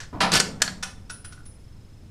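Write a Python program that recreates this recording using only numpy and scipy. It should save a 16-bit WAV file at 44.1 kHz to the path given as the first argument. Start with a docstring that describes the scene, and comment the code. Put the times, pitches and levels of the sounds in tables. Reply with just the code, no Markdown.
"""A bolt-action rifle is cycled on a bench under an open-sided roof, over a low outdoor rumble and a faint whine.
Faint knocks come first, then a hand grips the knob and the bolt rasps back: scrapes are dense random catches.
A brass case pings out as decaying modes. The bolt slides forward, slams home and locks down: each blow is
a burst of coloured noise that rings the steel action and the stock. The handle ticks as it settles, then
the case bounces on the concrete floor, clacking and pinging. Fading noise makes the shelter's reverberation."""
import sys
import numpy as np
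from scipy import signal
from scipy.fft import rfft, irfft
from scipy.io import wavfile

SR = 44100
rng = np.random.default_rng(int(sys.argv[2]) if len(sys.argv) > 2 else 0)


def output_pcm(signal):
    """Save a mono or channel-first signal as 16-bit PCM at the path in sys.argv[1].

    Samples are clipped to [-1, 1] before scaling.
    """
    pcm = np.clip(np.atleast_2d(signal).T, -1, 1) * 32767
    wavfile.write(sys.argv[1], SR, np.round(pcm).astype(np.int16))


N = 92610  # 2.1 s


def undb(db):
    """Decibels to gain."""
    return 10 ** (np.asarray(db) / 20)


def unit(x):
    """Scale to an rms of 1."""
    return x / np.sqrt(np.mean(x ** 2))


def through(x, response):
    """Pass a sound through an impulse response."""
    return signal.fftconvolve(x, response)[:N]


def colour(points, size=4096):
    """Causal (minimum-phase) response of unit energy with the given spectrum of (pitch_hz, level_db) points."""
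    hz, db = np.array(points, float).T
    f = np.maximum(np.fft.rfftfreq(size, 1 / SR), 1)
    shape_db = np.interp(np.log(f), np.log(hz), db)
    # folding the cepstrum onto positive time makes the response causal
    cepstrum = irfft(np.log(undb(shape_db)))
    cepstrum[1:size // 2] *= 2
    cepstrum[size // 2 + 1:] = 0
    response = irfft(np.exp(rfft(cepstrum)))
    return response / np.linalg.norm(response)


def ring(modes, start=0):
    """Decaying sine modes struck at one moment; nominal rms of 1 at the strike."""
    t = np.maximum(np.arange(N) / SR - start, 0)
    out, power = 0, 0
    for hz, db, t60 in modes:
        decay = np.exp(-np.log(1000) * t / t60)
        out = out + undb(db) * np.sin(2 * np.pi * hz * t) * decay
        power += undb(db) ** 2 / 2
    return out / np.sqrt(power)


def resonate(x, modes):
    """Drive modes with a rough force, through a response of unit energy."""
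    response = ring(modes)
    return through(x, response / np.linalg.norm(response))


def envelope(start, rise, hold, decay):
    """Linear rise, hold, exponential release; times in seconds."""
    t = np.arange(N) / SR - start
    return np.clip(t / rise, 0, 1) * np.exp(-np.maximum(t - rise - hold, 0) / decay)


# colour of the outdoor rumble: pitch_hz, level_db
OUTDOOR_TONE = [(15, 4), (28, -1), (55, -3.5), (95, 1.5), (150, -9.5), (240, -14.5), (480, -24),
                (900, -32.5), (2000, -36.5), (5000, -39.5), (9000, -44), (15000, -55)]


def outdoor_rumble():
    """Steady noise, heaviest in the lows."""
    noise = rng.standard_normal(2 * N)
    # the second half is past the filter's build-up
    return undb(-43.5) * unit(signal.fftconvolve(noise, colour(OUTDOOR_TONE))[N:2 * N])


WHINE_HZ, WHINE_SWING_HZ, WHINE_DB = 5150, 450, -63
PULSES_PER_S, PULSE_PEAK_S, WAVER = 24, 1.647, .25


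def faint_whine():
    """A very faint high sine that pulses unevenly and rises in pitch between pulse peaks."""
    t = np.arange(N) / SR
    pulse = (1 + np.cos(2 * np.pi * PULSES_PER_S * (t - PULSE_PEAK_S))) / 2
    beats = np.arange(0, N / SR, 1 / PULSES_PER_S)
    # one random drift unsettles both the level and the pitch swing
    waver = 1 + WAVER * np.interp(t, beats, rng.standard_normal(len(beats)))
    pitch_hz = WHINE_HZ + WHINE_SWING_HZ * waver * (1 - pulse)
    sine = np.sin(2 * np.pi * np.cumsum(pitch_hz) / SR)
    return undb(WHINE_DB) * waver * pulse ** 2 * sine


# blows of the bolt on the action: start_s, level_db, contact_decay_ms, treble_corner_hz,
# stock_thump_db (relative to THUMP_DB)
BOLT_BLOWS = [(0.002, -33.5, 24, 6000, -9.5), (0.031, -39, 17, 4530, -17), (0.2128, -13, 3.1, 2220, -8),
              (0.3183, -18, 8.2, 8000, -16.5), (0.3381, -15, 4, 11000, -12.5),
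              (0.354, -13, 8.5, 7000, -4.5), (0.3944, -19.5, 6.2, 6000, -8), (0.400, -8, 6.14, 7500, -9.5),
              (0.602, -35.5, 3, 2400, -2), (0.607, -31.5, 5.9, 2000, -1), (0.6186, -11.5, 2.4, 12000, -23),
              (0.6202, -7, 2, 10000, -21.5), (0.6244, -10.5, 2.14, 8000, -18.5),
              (0.678, -22.5, 8.8, 3620, 0.5)]
# colour of a steel contact: pitch_hz, level_db
STEEL_TONE = [(100, -14.5), (400, -5.5), (900, -7), (1250, -3), (1500, 4.5), (1750, 4), (2300, -5.5),
              (4000, -3.5), (6000, 0.5), (8500, -3), (10500, -7.5), (15000, -22)]
# ringing of the steel action: pitch_hz, level_db, t60_s
ACTION_MODES = [(1245, -12, .1), (1500, 4, .09), (1729, 2, .07), (1949, -10, .08), (2222, -11, .07),
                (2915, -8, .07), (3240, -2, .05), (4670, -6, .08), (5361, -1, .1), (5905, -5, .06),
                (6568, -3, .06), (7433, -6, .06), (8728, -5, .04)]
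# low ringing of the stock and bench: pitch_hz, level_db, t60_s
STOCK_MODES = [(162, 0, .4), (184, 0, .4), (220, -3, .4), (262, -4, .4)]
ACTION_DB, THUMP_DB = -15.5, -17.5  # relative to the blow


def bolt_blows():
    """Each blow is a short burst of steel chatter that leaves the action and the stock ringing."""
    out, steel = 0, colour(STEEL_TONE)
    for start, level_db, decay_ms, corner_hz, thump_db in BOLT_BLOWS:
        burst = rng.standard_normal(N) * envelope(start, .0004, 0, decay_ms * 1e-3)
        chatter = through(burst, steel)
        action = undb(ACTION_DB) * ring(ACTION_MODES, start)
        thump = undb(THUMP_DB + thump_db) * ring(STOCK_MODES, start)
        b, a = signal.butter(2, corner_hz, fs=SR)
        out = out + undb(level_db) * signal.lfilter(b, a, chatter + action + thump)
    return out


CATCHES_PER_S, CATCH_SPREAD_DB = 6000, 2


def scrape(start, stroke, tone):
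    """Dense tiny catches of one surface on another during a stroke."""
    rise, hold, decay, level_db = stroke
    caught = rng.random(N) < CATCHES_PER_S / SR
    signs = rng.choice([-1, 1], N)
    strength_db = CATCH_SPREAD_DB * np.minimum(rng.exponential(size=N), 4)
    catches = unit(caught * signs * undb(strength_db))
    return undb(level_db) * through(catches * envelope(start, rise, hold, decay), colour(tone))


# strokes of the hand and bolt: rise_s, hold_s, decay_s, level_db
GRIP_STROKE = (0, 0.0331, 0.0472, -32.5)
PULL_STROKE = (0.0014, 0.0232, 0.052, -18)
PUSH_STROKE = (0.02, 0.0433, 0.0091, -19.5)
# colour of each stroke: pitch_hz, level_db
GRIP_COLOUR = [(40, -3), (90, 1), (200, 3), (400, -10), (1000, -9.5), (1600, -24.5), (4000, -39.5),
               (12000, -55.5)]
PULL_COLOUR = [(50, -21.5), (110, -15), (180, -3), (380, -8), (520, -6), (800, 0), (1400, -0.5), (2500, -6),
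               (4700, -5), (7000, -16.5), (10000, -24), (15000, -42.5)]
PUSH_COLOUR = [(50, -5), (170, 4.5), (360, -2), (1300, -7), (2000, -1.5), (4600, 0), (8400, -9),
               (10500, -12), (15000, -30)]
# resonances of the open action during the pull: pitch_hz, level_db, t60_s
OPEN_ACTION_MODES = [(701, 0, .14), (792, 1, .14), (1008, 0, .14), (1400, -1, .12)]
GRIP_S, PULL_S, PUSH_S = 0.128, 0.2042, 0.3135
PULL_DULL_HZ, PULL_DULL_S = 2470, 0.065
SLIDE_ACTION_DB, SLIDE_OPEN_DB, SLIDE_STOCK_DB = -10, -16.5, -23


def bolt_strokes():
    """The hand grips the knob; the pull rasps through the open action; the push rattles the steel."""
    pull = scrape(PULL_S, PULL_STROKE, PULL_COLOUR)
    push = scrape(PUSH_S, PUSH_STROKE, PUSH_COLOUR)
    grip = scrape(GRIP_S, GRIP_STROKE, GRIP_COLOUR)
    # the rasp loses its treble as the bolt slows
    dull = signal.sosfiltfilt(signal.butter(2, PULL_DULL_HZ, fs=SR, output="sos"), pull)
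    treble_fade = np.exp(-np.maximum(np.arange(N) / SR - PULL_S, 0) / PULL_DULL_S)
    pull = dull + (pull - dull) * treble_fade
    open_action = undb(SLIDE_OPEN_DB) * resonate(pull, OPEN_ACTION_MODES)
    stock = undb(SLIDE_STOCK_DB) * resonate(pull + push, STOCK_MODES)
    action = undb(SLIDE_ACTION_DB) * resonate(push, ACTION_MODES)
    return grip + pull + push + open_action + stock + action


# pings of the case wall, on ejection and on the floor: start_s, level_db
CASE_PINGS = [(0.207, -37), (0.826, -45), (0.895, -54), (1.104, -35), (1.243, -39), (1.450, -43)]
# modes of the case wall: pitch_hz, level_db, t60_s
CASE_WALL_MODES = [(9806, 0, .22), (9787, -18, .5), (15270, -27, .2)]
PING_SWELL_S, TUMBLE_PER_S, TUMBLE_DEPTH = .018, 27, .25


def case_pings():
    """The thin brass wall sings when its rim is struck, and flutters as the case tumbles."""
    t = np.arange(N) / SR
    tumble = 1 + TUMBLE_DEPTH * np.sin(2 * np.pi * (TUMBLE_PER_S * t + rng.random()))
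    pings = 0
    for start, level_db in CASE_PINGS:
        swell = np.clip((t - start) / PING_SWELL_S, 0, 1)
        pings = pings + undb(level_db) * ring(CASE_WALL_MODES, start) * swell
    return tumble * pings


# small tick of the handle: pitch_hz, level_db, t60_s
HANDLE_MODES = [(4420, 4, 0.029), (4660, -1, 0.025)]


def handle_tick():
    """Two short modes ring as the handle settles."""
    return undb(-26) * ring(HANDLE_MODES, 0.678)


# bounces of the case: start_s, clack_db, hollow_note_db
CASE_BOUNCES = [(0.825, -26.5, -31.5), (1.095, -37, -34.5), (1.243, -44, -43), (1.320, -47.5, -45),
                (1.373, -66, -47.5), (1.400, -69.5, -53), (1.453, -56, -70)]
# colour of the case hitting the floor: pitch_hz, level_db
CLACK_TONE = [(200, -17), (600, -9), (1000, -4), (1450, 3), (2200, -1.5), (4800, -1), (5550, 5),
              (7000, -6.5), (9300, -3), (10800, -20.5), (15000, -27)]
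# hollow note of the case mouth: pitch_hz, level_db, t60_s
CASE_AIR_MODES = [(1473, -2, 0.054), (1400, -3, 0.047)]
CLACK_RISE_S, CLACK_HOLD_S, CLACK_DECAY_S = .005, 0.0072, 0.0066


def case_bounces():
    """Each bounce is a noisy clack on the floor and a hollow note from the case mouth."""
    out, floor = 0, colour(CLACK_TONE)
    for start, clack_db, note_db in CASE_BOUNCES:
        contact = rng.standard_normal(N) * envelope(start, CLACK_RISE_S, CLACK_HOLD_S, CLACK_DECAY_S)
        clack = undb(clack_db) * through(contact, floor)
        note = undb(note_db) * ring(CASE_AIR_MODES, start + CLACK_RISE_S)
        out = out + clack + note
    return out


# reverberation of the shelter by band: pitch_hz, t60_s, level_db
SHELTER_BANDS = [(99, 1.7, -0.5), (231, 1.71, 7), (400, 0.93, 3.5), (800, 0.63, 2.5), (1500, 0.37, -1),
                 (2990, 0.33, 0), (6000, 0.33, -2.5), (9000, .31, -1.5), (15000, 0.3, -2.5)]
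SHELTER_SWELL_S = 0.0058


def shelter(x):
    """Diffuse reflections from roof, floor and walls, as fading bands of noise; the lows stay longest."""
    hz, t60, db = np.array(SHELTER_BANDS, float).T
    t = np.arange(N) / SR
    log_f = np.log(np.maximum(np.fft.rfftfreq(N, 1 / SR), 1))
    noise, tail = rfft(rng.standard_normal(N)), 0
    # each row of the identity selects one band, crossfading into its neighbours
    for share, seconds, band_db in zip(np.eye(len(hz)), t60, db):
        band = irfft(noise * np.interp(log_f, np.log(hz), share), N)
        swell = np.minimum(t / SHELTER_SWELL_S, 1) ** 2
        fade = swell * np.exp(-np.log(1000) * t / seconds)
        tail = tail + undb(band_db) * band * fade / np.linalg.norm(fade)
    return through(x, tail)


BOLT_WET_DB, CASE_WET_DB, PING_WET_DB = -8, -3.5, -10  # sends into the shelter


def scene():
    """The rifle is close; the case's bounces land farther off, with more of the shelter in them."""
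    bolt = bolt_blows() + bolt_strokes() + handle_tick()
    pings, bounces = case_pings(), case_bounces()
    send = undb(BOLT_WET_DB) * bolt + undb(CASE_WET_DB) * bounces + undb(PING_WET_DB) * pings
    background = outdoor_rumble() + faint_whine()
    return (bolt + bounces + pings + shelter(send) + background)[None]


def record(dry):
    """A steep elliptic low-pass cuts the top above 15350 Hz."""
    return signal.sosfilt(signal.ellip(8, .2, 80, 15350, fs=SR, output="sos"), dry)


dry = scene()
out = record(dry)
output_pcm(out)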